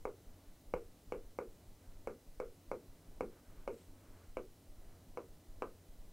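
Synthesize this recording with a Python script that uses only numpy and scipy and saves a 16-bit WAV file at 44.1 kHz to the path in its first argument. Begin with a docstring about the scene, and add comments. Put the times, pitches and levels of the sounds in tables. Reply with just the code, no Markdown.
"""A stylus taps on a large glass touch display as it writes, heard close up in a classroom.
Each touch-down knocks the panel's modes, near surfaces echo it and the room rings briefly.
Sleeve and tip rub faintly between taps. Underneath lie soft sub-bass bumps, quiet room noise,
microphone hiss and a thin electronic whine."""
import sys
import numpy as np
from scipy import signal
from scipy.fft import rfft, irfft
from scipy.io import wavfile

SR = 44100
rng = np.random.default_rng(int(sys.argv[2]) if len(sys.argv) > 2 else 0)


def dump_mix(stems):
    """Bounce the given channels to the path in sys.argv[1] as a 16-bit WAV at rate SR."""
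    frames = np.atleast_2d(stems).T  # one column per channel
    limited = np.clip(frames, -1, 1)  # hard clip at full scale
    pcm = np.round(limited * 32767).astype(np.int16)
    wavfile.write(sys.argv[1], SR, pcm)


N = 269892
TIME_S = np.arange(N) / SR
RING_S = TIME_S[:SR // 2]  # time axis of one tap

# Gain in dB of the lingering resonances: right side, left side.
LINGER_DB = [0, -0.5]
# Extra damping in dB/s, on top of the panel, room and linger t60s: right side, left side.
DAMP_DB_PER_S = [5.5, 24]
# Each row: start in seconds, level in dB, lift in dB at 230, 1000 and 1500 Hz, contact cutoff in Hz.
TAPS = [(.0530, -24.5, -2, 1, -0.5, 2500), (0.7382, -19, -7, -3.5, -3, 2740),
        (1.122, -23.5, 4, -5.5, -2, 2870), (1.3876, -23, 1.5, -3.5, 1, 2540),
        (2.0729, -25, 7, -6, 1.5, 2650), (2.4006, -24.3, -6.5, -6, 1.5, 2470),
        (2.715, -23.5, 4, -2.5, -1.5, 2450), (3.2077, -21.5, 9.5, -2.5, -1.5, 2630),
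        (3.6767, -25, 4.5, -2.5, -5.5, 2840), (4.3697, -24.5, 6.5, -3, -1.5, 2810),
        (5.1731, -30, 3.5, 4, -2, 2780), (5.6215, -26, 5.5, 6.5, 6, 2900)]


def stylus_taps(move_left_s=4.0, usual_db=-24.5, tail_db=-12.0, tick_db=-35.0, thud_db=-28.5, shared=0.55):
    """Touch-downs on the glass. More force gives more thud, relatively less tick and room."""
    out = np.zeros(N)
    paths = [reflection_noise() for _ in range(2)]  # taps on one side share reflections
    for start_s, db, low_db, mid_db, upper_db, contact_hz in TAPS:
        side = int(start_s > move_left_s)  # 0 right, 1 left
        force_db = db - usual_db
        lift = [(230, low_db), (430, 0), (560, 0.0038), (1000, mid_db), (1500, upper_db), (2200, -2.0)]
        knock = panel_knock(side, lift)
        grain = np.sqrt(shared) * paths[side] + np.sqrt(1 - shared) * reflection_noise()
        ring = undb(tail_db) * room_tail(grain, lift) + undb(LINGER_DB[side]) * linger(lift)
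        body = knock + early_echoes(knock, side) + undb(-0.53 * force_db) * ring
        body = antiresonance(body) * undb(-DAMP_DB_PER_S[side] * RING_S)
        # the tip cannot drive the panel faster than its contact time
        body = signal.sosfilt(signal.butter(12, contact_hz, fs=SR, output="sos"), body)
        tick = undb(tick_db - 0.75 * force_db) * tip_tick()
        thud = undb(thud_db + 2.05 * force_db) * mount_thud()
        add(out, undb(db) * (body + tick + thud), start_s)
    return out


# Each row: frequency in Hz, level in dB struck on the right, the same on the left, t60 in seconds.
PANEL_MODES = [(440, -40, -22, 0.005), (522, -6.5, -6.5, 0.042), (634, -15.5, -16, 0.02),
               (795, -8, -14, 0.013), (1002, -12, -8, 0.0079), (1108, -16, -21, 0.017),
               (1405, -40, -47, 0.094), (2220, -17.5, -15.5, 0.02), (2780, -29, -25, 0.014)]


def panel_knock(side, lift, detune=0.025, radiate_hz=270):
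    """Panel modes pushed inwards. Each spot answers a little differently; little bass radiates."""
    out = 0
    for hz, right_db, left_db, t60_s in PANEL_MODES:
        pitch_hz = hz * (1 + detune * rng.standard_normal())
        db = (left_db if side else right_db) + curve_at(lift, hz)
        out = out - undb(db) * mode(pitch_hz, t60_s)
    return signal.sosfilt(signal.butter(2, radiate_hz, "high", fs=SR, output="sos"), out)


def antiresonance(sound, hz=1755, q=5.4, fill=0.63):
    """The panel answers weakly between its middle modes and the glass ring."""
    notched = signal.lfilter(*signal.iirnotch(hz, q, fs=SR), sound)
    return fill * sound + (1 - fill) * notched


# Each row: frequency in Hz, relative level in dB.
TICK_SPECTRUM = [(3200, -37), (3900, 4), (4600, 5), (6000, 9.5), (8500, 2.5), (11000, -1.5), (15000, -8)]


def tip_tick(decay_s=0.0019, tail_db=-17, tail_s=0.03):
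    """The tip's bright tick: a noise burst with a faint tail."""
    fade = np.exp(-RING_S / decay_s) + undb(tail_db) * np.exp(-RING_S / tail_s)
    return fade * noise(TICK_SPECTRUM, len(RING_S))


def mount_thud(build_s=0.0039):
    """A heavy touch shakes the whole display on its mount."""
    shake = mode(hz=62, t60_s=0.086) + undb(-3) * mode(hz=175, t60_s=0.08)
    return shake * (1 - np.exp(-RING_S / build_s))


# Each row: frequency in Hz, level in dB, t60 in seconds.
LINGER_MODES = [(238.4, -39.5, 0.29), (328, -37, 0.22), (369.7, -29, 0.33), (438, -31, 0.17),
                (467, -20, 0.24), (500, -31, 0.23), (595, -35, 0.21)]


def linger(lift, build_s=0.015, scatter_db=3.5):
    """Longer resonances that swell after the knock, in a different mix each time."""
    ring = sum(undb(db + curve_at(lift, hz) + scatter_db * rng.standard_normal()) * mode(hz, t60_s)
               for hz, db, t60_s in LINGER_MODES)
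    return ring * (1 - np.exp(-RING_S / build_s))


# One list per side, right then left. Each row: delay in seconds, signed gain.
ECHOES = [
    [(.0081, 0.14), (.0149, -0.12), (.026, 0.18), (.0346, -0.098), (.0359, 0.017), (.041, -0.068),
     (.0551, 0.041)],
    [(.0055, -0.26), (.0082, 0.082), (.0105, -0.065), (.0152, 0.24), (.0215, -0.24), (.0316, -0.1)],
]


def early_echoes(knock, side, cutoff_hz=1700):
    """Near surfaces return the knock and soak up its treble."""
    out = np.zeros_like(knock)
    dulled = signal.sosfilt(signal.butter(1, cutoff_hz, fs=SR, output="sos"), knock)
    for delay_s, gain in ECHOES[side]:
        add(out, gain * dulled, delay_s)
    return out


# Each row: frequency in Hz, relative level in dB.
REFLECTION_SPECTRUM = [(120, -25), (210, -12), (290, -7), (370, 0), (500, 3), (600, -4.5), (720, -9.5),
                       (1200, -13), (1550, -20.5), (1880, -28), (2220, -25.5), (2900, -28.5), (3100, -26.5),
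                       (8000, -55)]


def reflection_noise():
    """The room's dense reflections as steady coloured noise."""
    return noise(REFLECTION_SPECTRUM, len(RING_S))


# Each row: band centre in Hz, t60 in seconds.
ROOM_DECAY = [(150, 0.25), (450, 0.23), (800, 0.11), (1300, 0.18), (2600, 0.19), (7000, 0.082)]


def room_tail(grain, lift, build_cycles=6):
    """Reverberation by band: lows swell late and stay, treble comes at once and dies sooner."""
    hz = np.fft.rfftfreq(len(RING_S), 1 / SR)
    spectrum = rfft(grain) * undb(curve_at(lift, hz))
    centres_hz, t60s = np.transpose(ROOM_DECAY)
    out = 0
    for weights, centre_hz, t60_s in zip(np.eye(len(centres_hz)), centres_hz, t60s):
        band = irfft(spectrum * curve_at(np.c_[centres_hz, weights], hz), len(RING_S))
        build = 1 - np.exp(-RING_S * centre_hz / build_cycles)
        out = out + band * build * decay(t60_s)
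    return out


# Each row: start in seconds, end in seconds, level in dB.
RUBS = [(.2, .62, -77.5), (1.78, 2.0, -74.5), (2.86, 3.15, -78), (3.3, 3.43, -72), (3.43, 3.66, -70),
        (3.92, 4.35, -71.5), (4.75, 5.05, -73.5)]
SWISHES = [(3.72, 3.92, -74)]
# Each row: frequency in Hz, relative level in dB.
RUB_SPECTRUM = [(200, -3), (450, 5), (750, -3.5), (1300, 0.5), (1900, -6.5), (2400, -9.5), (3500, -19),
                (8000, -43), (14000, -39)]
SWISH_SPECTRUM = [(3000, -8), (5000, -12), (6500, -14), (8000, -5), (9500, -14), (14000, -25)]


def rubbing():
    """Sleeve and tip rub as the hand moves, with one brief high swish."""
    return friction(RUBS, RUB_SPECTRUM, rough_db=1.0) + friction(SWISHES, SWISH_SPECTRUM, rough_db=4.0)


def friction(strokes, spectrum, rough_db, grip_hz=60):
    """Friction noise swells and fades with each stroke while the grip varies."""
    swell = 0
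    for start_s, end_s, db in strokes:
        progress = np.clip((TIME_S - start_s) / (end_s - start_s), 0, 1)
        swell = swell + undb(db) * np.sqrt(np.sin(np.pi * progress).clip(0))
    return swell * undb(rough_db * wander(grip_hz)) * noise(spectrum, N)


# Each row: offset into the cycle in seconds, signed size.
BUMP_FIGURE = [(0, 0.93), (.205, -0.88), (0.402, 1.1), (.482, 1.1), (.584, 0.79), (.803, -0.91),
               (.901, 1.1), (.983, -.95)]


def bass_bumps(db=-46, start_s=0.288, cycle_s=1.2045, scatter_db=0.84):
    """Soft sub-bass bumps in a repeating, limping figure: short dip, one swing, slow rebound."""
    out = np.zeros(N)
    for cycle_start_s in np.arange(start_s - cycle_s, N / SR, cycle_s):
        for offset_s, size in BUMP_FIGURE:
            from_peak_s = TIME_S - cycle_start_s - offset_s
            near = np.abs(from_peak_s) < 0.15
            t = from_peak_s[near]
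            dip = 0.72 * np.exp(-((t + 0.015) / 0.0049) ** 2)
            swing = np.exp(-(t / 0.012) ** 2)
            rebound = 0.46 * np.exp(-((t - 0.029) / 0.026) ** 2)
            out[near] += size * undb(scatter_db * rng.standard_normal()) * (swing - dip - rebound)
    return undb(db) * out


# Each row: frequency in Hz, relative level in dB.
ROOM_NOISE_SPECTRUM = [(20, -17), (50, -2.5), (74, -6), (88, 2.5), (100, 1.5), (118, -9.5), (175, -6),
                       (215, -11.5), (270, -6), (380, -13.5), (540, -16), (605, -13.5), (720, -18.5),
                       (3000, -43)]


def room_noise(db=-63.0, waver_db=1.0, waver_hz=6):
    """Low, gently wavering room noise."""
    return undb(db - waver_db * wander(waver_hz)) * noise(ROOM_NOISE_SPECTRUM, N)


# Each row: frequency in Hz, relative level in dB.
HISS_SPECTRUM = [(500, 0), (3000, 0), (5000, 0), (9000, -1), (15500, -2.4)]
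# Each row: frequency in Hz, rms level in dB.
WHINE_TONES = [(2000, -91), (3000, -95), (4000, -91), (6000, -99), (8000, -104)]


def microphone_noise(hiss_db=-71.4):
    """Steady microphone hiss and thin electronic whine."""
    whine = sum(undb(db) * np.sqrt(2) * np.sin(2 * np.pi * hz * TIME_S) for hz, db in WHINE_TONES)
    return undb(hiss_db) * noise(HISS_SPECTRUM, N) + whine


def undb(db):
    """Gain of a level in dB."""
    return 10 ** (np.asarray(db) / 20)


def curve_at(points, hz):
    """Interpolate (Hz, value) points on a log-frequency axis."""
    points_hz, values = np.transpose(points)
    return np.interp(np.log(np.maximum(hz, 1)), np.log(points_hz), values)


def noise(spectrum, size):
    """Unit-rms noise shaped by (Hz, dB) points."""
    gain = undb(curve_at(spectrum, np.fft.rfftfreq(size, 1 / SR)))
    shaped = irfft(rfft(rng.standard_normal(size)) * gain, size)
    return shaped / shaped.std()


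def wander(rate_hz):
    """Random values at rate_hz, joined by straight lines."""
    return np.interp(TIME_S * rate_hz, np.arange(N), rng.standard_normal(N))


def decay(t60_s):
    """Envelope falling 60 dB in t60_s."""
    return np.exp(-np.log(1000) * RING_S / t60_s)


def mode(hz, t60_s):
    """One struck resonance."""
    return np.sin(2 * np.pi * hz * RING_S) * decay(t60_s)


def add(track, sound, start_s):
    """Mix a sound into a track at start_s."""
    i = max(int(start_s * SR), 0)
    part = sound[:max(len(track) - i, 0)]
    track[i:i + len(part)] += part


def scene():
    """One microphone feeds both channels; a trace of hiss differs between them."""
    mid = stylus_taps() + rubbing() + bass_bumps() + room_noise() + microphone_noise()
    side_hiss = undb(-85.7) * noise([(500, -7), (2000, -5), (4000, -2), (10500, 0), (12000, -14)], N)
    return np.array([mid + side_hiss, mid - side_hiss])


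def record(dry, cutoff_hz=15700):
    """Steep low-pass on the top treble."""
    return signal.sosfilt(signal.ellip(10, .1, 70, cutoff_hz, fs=SR, output="sos"), dry)


dry = scene()
out = record(dry)
dump_mix(out)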